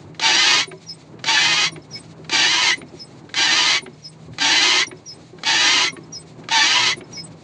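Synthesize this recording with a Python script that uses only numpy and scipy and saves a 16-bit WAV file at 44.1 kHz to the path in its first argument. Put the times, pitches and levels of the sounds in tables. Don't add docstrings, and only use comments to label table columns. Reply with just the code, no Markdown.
import sys
import numpy as np
from scipy import signal
from scipy.fft import rfft, irfft, next_fast_len
from scipy.io import wavfile
from scipy.ndimage import uniform_filter1d, map_coordinates

SR = 44100
rng = np.random.default_rng(int(sys.argv[2]) if len(sys.argv) > 2 else 0)


def log_audio(samples):
    frames = np.atleast_2d(samples).T
    limited = np.clip(frames, -1, 1)
    pcm = np.round(limited * 32767).astype(np.int16)
    wavfile.write(sys.argv[1], SR, pcm)


N = 327663

# start and length in seconds, then levels in dB of the rasp, the judder
STROKES = [(0.1951, .459, -16.3, -27, -4, -1, -8, -9), (1.2406, .459, -17.6, -28, -5, -1, -8, -9),
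           (2.2947, 0.46, -17.5, -26, -12, -2, -6, -1), (3.3408, 0.46, -16.8, -24, -14, -2, -8.5, -1.5),
           (4.3839, .469, -15.8, -20, -7.5, -2.5, -5.5, -3),
           (5.4344, 0.47, -16.8, -21, -4.5, -1.5, -4.5, -3), (6.4863, .461, -17.2, -24, .5, -2, -4.5, -7)]
# seconds into the stroke, pitch in Hz, level in dB before the stroke's own.
SQUEAL_PATH = [(.02, 905, -38), (.15, 905, -34), (.24, 976.4, -24.5), (.38, 985, -24), (.465, 1078, -29)]
SHRIEK_PATH = [(.03, 1810, -34.5), (.075, 1810, -30.5), (.11, 1715, -23.5), (.135, 1790, -15.5),
               (.165, 1813, -26.5), (.3, 1810, -29)]
GROAN_PATH = [(.028, 889, -28), (.058, 915, -21), (.088, 892, -22.5), (.112, 855, -23), (.138, 875, -29)]
SQUAWK_PATH = [(-.125, 2126, -24.5), (-.06, 2097, -23), (-.038, 1938, -21.5), (-.018, 2077, -19.5),
               (0, 2221, -39.5)]
# harmonic (a multiple of the slip rate), level in dB.
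SQUEAL_TONE = [(1, 0.5), (2, -5.5), (3, 0.5), (4, -7.5), (5, -24.5), (6, -9)]
SHRIEK_TONE = [(2, -2.5), (3, -6), (4, -12.5), (5, -8.5), (7, -15)]
GROAN_TONE = [(1, 0), (2, -7), (3, -11.5), (4, -2), (5, -10), (7, -12)]
SQUAWK_TONE = [(2, 0), (3, -11), (4, -8), (6, -15), (8, -26)]
# pitch in Hz, level in dB, seconds to fade by 60 dB.
ARM_RING = [(1050, -62, .4), (2190, -57, .8), (3880, -61, .6), (5250, -68, .8)]
GRIP_S, BUILD_S, RELEASE_S = .0078, .037, .057
JUDDER_START_HZ, JUDDER_END_HZ = 290, 385
def screeches():
    out, ring_t = np.zeros(N), np.arange(SR // 2) / SR
    ring = sum(amp(db - 60 * ring_t / fade_s) * np.sin(2 * np.pi * hz * ring_t)
               for hz, db, fade_s in ARM_RING)
    for start, length, rasp_db, judder_db, groan_db, shriek_db, squeal_db, squawk_db in STROKES:
        n = int(length * SR)
        t = np.arange(n) / SR
        pressure = np.clip(np.minimum((t - GRIP_S) / BUILD_S, (length - t) / RELEASE_S), 1e-3, 1)
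        drag = pressure * amp(rasp_db + .7 * wobble(19, n))
        judder_hz = np.linspace(JUDDER_START_HZ, JUDDER_END_HZ, n) * (1 + .08153 * wobble(70.35, n))
        judder = np.sin(phase_of(judder_hz)) * amp(4 * np.tanh(wobble(50, n)))
        squeal = lip_tone(SQUEAL_PATH, SQUEAL_TONE, t, judder,
                          rough=.42, flutter_db=7.5, drift=.014, grip_db=3.5)
        shriek = lip_tone(SHRIEK_PATH, SHRIEK_TONE, t, judder,
                          rough=.22, flutter_db=5.5, drift=.013, grip_db=2)
        squawk = lip_tone(SQUAWK_PATH, SQUAWK_TONE, t - length, judder,
                          rough=.2, flutter_db=5.5, drift=.012, grip_db=2)
        groan = lip_tone(GROAN_PATH, GROAN_TONE, t, judder,
                         rough=.08, flutter_db=2.5, drift=.006, grip_db=1)
        tones = pressure * amp(squeal_db) * squeal + amp(shriek_db) * shriek
        tones += amp(squawk_db) * squawk + amp(groan_db) * groan
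        squeal_hz, _ = curves(SQUEAL_PATH, t)
        scrape = rasp(squeal_hz, judder) / np.sqrt(1 + .5 * power(tones, size=600) / drag ** 2)
        stroke = tones + drag * (scrape + amp(judder_db) * judder)
        add(out, start, stroke * signal.windows.tukey(n, .02))
        add(out, start + length, ring)
    return out


def lip_tone(path, harmonics, t, judder, rough, flutter_db, drift, grip_db):
    n = len(t)
    path_hz, db = curves(path, t)
    wander = drift * (wobble(80, n) + wobble(20, n))
    slip_hz = path_hz / round(harmonics[0][0]) * (1 + wander)
    phase = phase_of(slip_hz) + rough * wobble(350, n) + .115 * judder
    tone = np.zeros(n)
    for k, level in harmonics:
        flutter = amp(flutter_db * np.tanh(wobble(65.32, n)))
        tone += amp(level) * unit(flutter * np.sin(round(k) * phase + rng.uniform(0, 2 * np.pi)))
    fade = np.clip(np.minimum(t - path[0][0], path[-1][0] - t) / .0037 + 1, 0, 1)
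    return tone * amp(db + grip_db * np.tanh(wobble(28, n))) * fade


# slip rate as a multiple of the squeal's pitch, level in dB.
LIP_PATCHES = [(.84, -7), (.91, -5), (1.01, -5), (1.08, -1), (1.27, -6)]
# frequency in Hz, level in dB.
GLASS_COLOUR = [(40, -59), (130, -34), (280, -13.5), (500, -15), (750, -10.5), (1100, -11), (1400, -6),
                (2000, -2.5), (2600, -1.5), (3500, -4), (4700, -2.5), (5200, -12), (6900, -11.5),
                (8600, -29), (12500, -65.5)]
# frequency in Hz, width in Hz, boost in dB.
BLADE_PEAKS = [(345, 128, 12), (620, 100, 6.5), (3058, 140, 2), (3990, 180, 2), (5757, 207, 6.5)]
def rasp(pitch_hz, judder):
    def colour(hz):
        boost = sum(db / (1 + (2 * (hz - centre) / width) ** 2) for centre, width, db in BLADE_PEAKS)
        return along(GLASS_COLOUR, hz) + boost

    n = len(pitch_hz)
    force = amp(-8) * rng.standard_normal(n)
    for ratio, db in LIP_PATCHES:
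        rate_hz = ratio * pitch_hz * np.exp(.022 * wobble(40, n))
        force += amp(db + 4 * wobble(35, n)) * slips(rate_hz, jitter=.028, scatter_db=2)
    force *= amp(1.07 * wobble(60, n)) / np.sqrt(power(force, size=500))
    return unit(coloured(force * (1 + .2 * judder), colour))


def slips(rate_hz, jitter, scatter_db):
    n = len(rate_hz)
    cycles = np.cumsum(rate_hz) / SR
    count = int(cycles[-1])
    late, size = rng.standard_normal((count, 2)).T
    centres = np.interp(np.arange(count) + rng.random() + jitter * late, cycles, np.arange(n))[:, None]
    nearby = centres.astype(int) + np.arange(-7, 9)
    offset = nearby - centres
    pulses = np.sinc(offset) * np.sinc(offset / 8) * amp(scatter_db * size)[:, None]
    train = np.bincount(np.clip(nearby, 0, n - 1).ravel(), pulses.ravel(), n)
    return unit(train - train.mean())


# frequency in Hz, level in dB.
CLACK_COLOUR = [(30, -44), (120, -23), (300, -4), (1100, -7), (1700, -0.5), (2300, -1.5), (3000, -8),
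                (4000, 1), (5200, -5), (7500, -7.5), (12000, -73.5)]
# seconds from the turn, peak in dB, treble setting in dB (-11.5 leaves the colour as it is).
TICK, CATCH, FLIP = (-.0505, -35, -26), (0, -14, -19), (.06, -28, -47)
def clacks():
    out, t = np.zeros(N), np.arange(SR // 5) / SR
    fade_s, treble_share = .03, [(3000, .018), (6000, .98)]
    for start, db, treble_db in every_stroke([TICK, CATCH], [FLIP]):
        rise_s = .000097 / amp(db)
        burst = rng.standard_normal(len(t)) * amp(-60 * t / fade_s) * (1 - np.exp(-t / rise_s))
        colour = lambda hz: along(CLACK_COLOUR, hz) + along(treble_share, hz) * (treble_db + 11.5)
        clack = coloured(burst, colour)
        add(out, start, amp(db) * clack / np.abs(clack).max())
    return out


# seconds from that end, peak in dB.
START_THUDS = [(-.103, -33)]
END_THUDS = [(.022, -30), (.07, -29)]
# start in seconds, peak in dB.
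BODY_KNOCKS = [(2.326, -22.5), (2.932, -29)]
# pitch in Hz, level in dB, seconds to fade by 60 dB.
THUD_RING = [(161.3, -5, 0.1), (267, -6.5, .12), (345.7, -2, 0.13), (405.3, -4.5, 0.077), (626, -9.5, 0.1),
             (976, -12, 0.098)]
def thuds():
    out, t = np.zeros(N), np.arange(SR // 5) / SR
    for start, db in every_stroke(START_THUDS, END_THUDS) + BODY_KNOCKS:
        ring = np.zeros(len(t))
        for hz, level, fade_s in THUD_RING:
            fade = amp(level + rng.normal(0, 2.6) - 60 * t / fade_s)
            pitch_hz = hz * rng.normal(1, .054)
            ring += fade * np.sin(2 * np.pi * pitch_hz * t + rng.uniform(0, 2 * np.pi))
        ring *= 1 - np.exp(-t / .0035)
        add(out, start, amp(db) * ring / np.abs(ring).max())
    return out


# the whistle's start and length in seconds, then levels in dB of the whistle,
# its lead-in chirp, its closing chirp and its undertone.
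RETURNS = [(0.883, .058, -34.5, -45, -55, -62), (1.927, .066, -34, -46.5, -51, -44),
           (2.992, .058, -36.5, -58, -53, -65), (4.04, .052, -38, -57, -53, -65),
           (5.078, .068, -38, -44, -59, -64), (6.142, .055, -35, -42, -47, -60),
           (7.147, 0.097, -35.5, -40, -43, -42)]
# start and length in seconds, pitch in Hz, level in dB.
SNAGS = [(1.714, .025, 5625, -53), (4.866, 0.014, 5720, -36), (5.892, .022, 5670, -45)]
# delay and length in seconds, pitch in Hz and, for the first two, level in dB.
FLIP_SQUEAK, FAINT_START = (.016, .04, 9457, -47.5), (-.11, .02, 5218, -56)
LEAD_IN, UNDERTONE, CLOSING = (-.022, .044, 5720), (.02, .05, 2225), (-.012, .042, 8095)
WHISTLE_HZ = 5180
def squeak_notes():
    notes = every_stroke([], [FLIP_SQUEAK]) + SNAGS
    for start, length, whistle_db, lead_db, closing_db, under_db in RETURNS:
        notes += [timed_from(start, FAINT_START),
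                  (start, length, WHISTLE_HZ, whistle_db),
                  (*timed_from(start, LEAD_IN), lead_db),
                  (*timed_from(start, UNDERTONE), under_db),
                  (*timed_from(start + length, CLOSING), closing_db)]
    return notes


# multiple of its pitch, level in dB.
SQUEAK_TONE = [(1, 6), (.81, -19), (2, -27.5)]
SQUEAK_RISE, SQUEAK_FALL = .23, .52
def squeaks(sag=.008, waver=.003, rough=.28, scratch_db=-22):
    out = np.zeros(N)
    for start, length, hz, db in squeak_notes():
        n = int(length * SR)
        progress = np.linspace(0, 1, n)
        pitch_hz = hz * (1 - sag * (progress - .5) + waver * wobble(205, n))
        phase = phase_of(pitch_hz) + rough * wobble(1100, n)
        swell = np.clip(np.minimum(progress / SQUEAK_RISE, (1 - progress) / SQUEAK_FALL), 0, 1)
        swell *= amp(db + 1.6 * wobble(110, n))
        whistle = sum(amp(level) * np.sin(k * phase) for k, level in SQUEAK_TONE)
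        add(out, start, swell * (whistle + amp(scratch_db) * noise(HISS_COLOUR, n)))
    return out


# frequency in Hz, seconds to fade by 60 dB.
CABIN_FADE = [(150, 0.22), (1000, .09), (4000, .075), (10000, .065)]
def cabin_echo(sound):
    hz, t, spectrum = signal.stft(rng.standard_normal(SR // 4), SR, nperseg=256)
    fade = amp(-60 * t / along(CABIN_FADE, hz)[:, None])
    _, tail = signal.istft(spectrum * fade, SR, nperseg=256)
    return signal.fftconvolve(sound, tail / np.linalg.norm(tail))[:N]


# frequency in Hz, level in dB.
HISS_COLOUR = [(300, -9.5), (1500, -7.5), (2200, 2), (3000, -4), (4300, 3), (5200, -5.5), (7000, -3),
               (9000, -15.5), (12000, -46)]
def swish():
    resting = np.zeros(N)
    for start, pause_s in every_stroke([(-.17, .17)], [(.025, .16)]):
        add(resting, start, np.hanning(int(pause_s * SR)))
    level_db = -55.5 - 4.3 * resting + 3.3 * wobble(40, N) + .66 * wobble(5.4, N)
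    return amp(level_db) * noise(HISS_COLOUR, N)


# time in seconds, level in dB before trim_db is added.
ENGINE_LEVELS = [(0.0, -54), (0.12, -44.5), (1.38, -47), (1.41, -42.5), (2.26, -42), (3.29, -54.5),
                 (4.14, -42), (4.72, -50), (6.52, -43.5), (6.75, -53), (7.33, -40.5), (7.43, -53)]
def engine(firing_hz=159.6, drift=.0252, trim_db=-2.5):
    level_db, = curves(ENGINE_LEVELS, np.arange(N) / SR)
    pitch_hz = firing_hz * (1 + drift * wobble(7, N))
    phase = phase_of(pitch_hz) + .28 * wobble(30, N)
    drone = np.sin(phase) + amp(-21.5) * np.sin(phase / 2) + amp(-22.5) * np.sin(2 * phase)
    return amp(level_db + trim_db) * unit(amp(2.2 * wobble(25, N)) * drone)


# time in seconds, level in dB.
TYRE_LEVELS = [(0.0, -43), (0.68, -46.5), (2.34, -41.5), (2.54, -45), (3.68, -45.5), (4.12, -45),
               (4.86, -46.5), (5.77, -43), (7.12, -42), (7.43, -42.5)]
# frequency in Hz, level in dB.
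RUMBLE_COLOUR = [(20, -44), (40, -27.5), (65, -13), (120, 4), (200, -2.5), (330, -2), (480, -8.5),
                 (800, -12), (1000, -14), (1400, -21), (3000, -31.5), (12000, -98.5)]
def tyres():
    level_db, = curves(TYRE_LEVELS, np.arange(N) / SR)
    return amp(level_db + 1.8 * wobble(14, N)) * noise(RUMBLE_COLOUR, N)


# middle of the jolt in seconds, level in dB.
ROAD_SEAMS = [(0.099, -41), (4.311, -40)]
# frequency in Hz, level in dB.
BOOM_COLOUR = [(50, -28), (90, -6), (125, 5), (170, -12), (400, -40), (1500, -88)]
def jolts(length_s=.18):
    out, n = np.zeros(N), int(length_s * SR)
    for middle, db in ROAD_SEAMS:
        add(out, middle - length_s / 2, amp(db) * np.hanning(n) * noise(BOOM_COLOUR, n))
    return out


def every_stroke(at_start, at_end):
    events = []
    for start, length, *_ in STROKES:
        events += [timed_from(start, row) for row in at_start]
        events += [timed_from(start + length, row) for row in at_end]
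    return events


def timed_from(moment, row):
    return (moment + row[0], *row[1:])


def amp(db):
    return 10 ** (np.asarray(db) / 20)


def unit(x):
    return x / np.sqrt(np.mean(x ** 2) + 1e-20)


def power(x, size):
    return np.abs(uniform_filter1d(x ** 2, size=size)) + 1e-12


def phase_of(hz):
    return 2 * np.pi * np.cumsum(hz) / SR


def along(points, hz):
    known_hz, values = np.transpose(points)
    return np.interp(np.log(hz + 1), np.log(known_hz + 1), values)


def curves(rows, t):
    times, *columns = np.transpose(rows)
    return [np.interp(t, times, column) for column in columns]


def wobble(rate, n):
    return map_coordinates(rng.standard_normal(int(n * rate / SR) + 4), [np.arange(n) * rate / SR])


def coloured(x, level):
    size = 2 * next_fast_len(len(x) // 2 + 4096)
    cepstrum = irfft(np.log(amp(level(np.fft.rfftfreq(size, 1 / SR)))))
    cepstrum[1:size // 2] *= 2
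    cepstrum[size // 2 + 1:] = 0
    return irfft(rfft(x, size) * np.exp(rfft(cepstrum)))[:len(x)]


def noise(colour, n):
    return unit(coloured(rng.standard_normal(n), lambda hz: along(colour, hz)))


def add(track, start, x):
    i = max(round(start * SR), 0)
    track[i:i + len(x)] += x[:len(track) - i]


def scene():
    wipers = screeches() + clacks() + thuds() + squeaks()
    return (wipers + amp(-7.5) * cabin_echo(wipers) + swish() + engine() + tyres() + jolts())[None]


PEAK_LIMIT, TOP_HZ = .8, 10800
def record(dry):
    rounded = dry / (1 + np.abs(dry / PEAK_LIMIT) ** 8) ** (1 / 8)
    hz = np.fft.rfftfreq(N, 1 / SR)
    return irfft(rfft(rounded) / np.sqrt(1 + (hz / TOP_HZ) ** 30), N)


dry = scene()
out = record(dry)
log_audio(out)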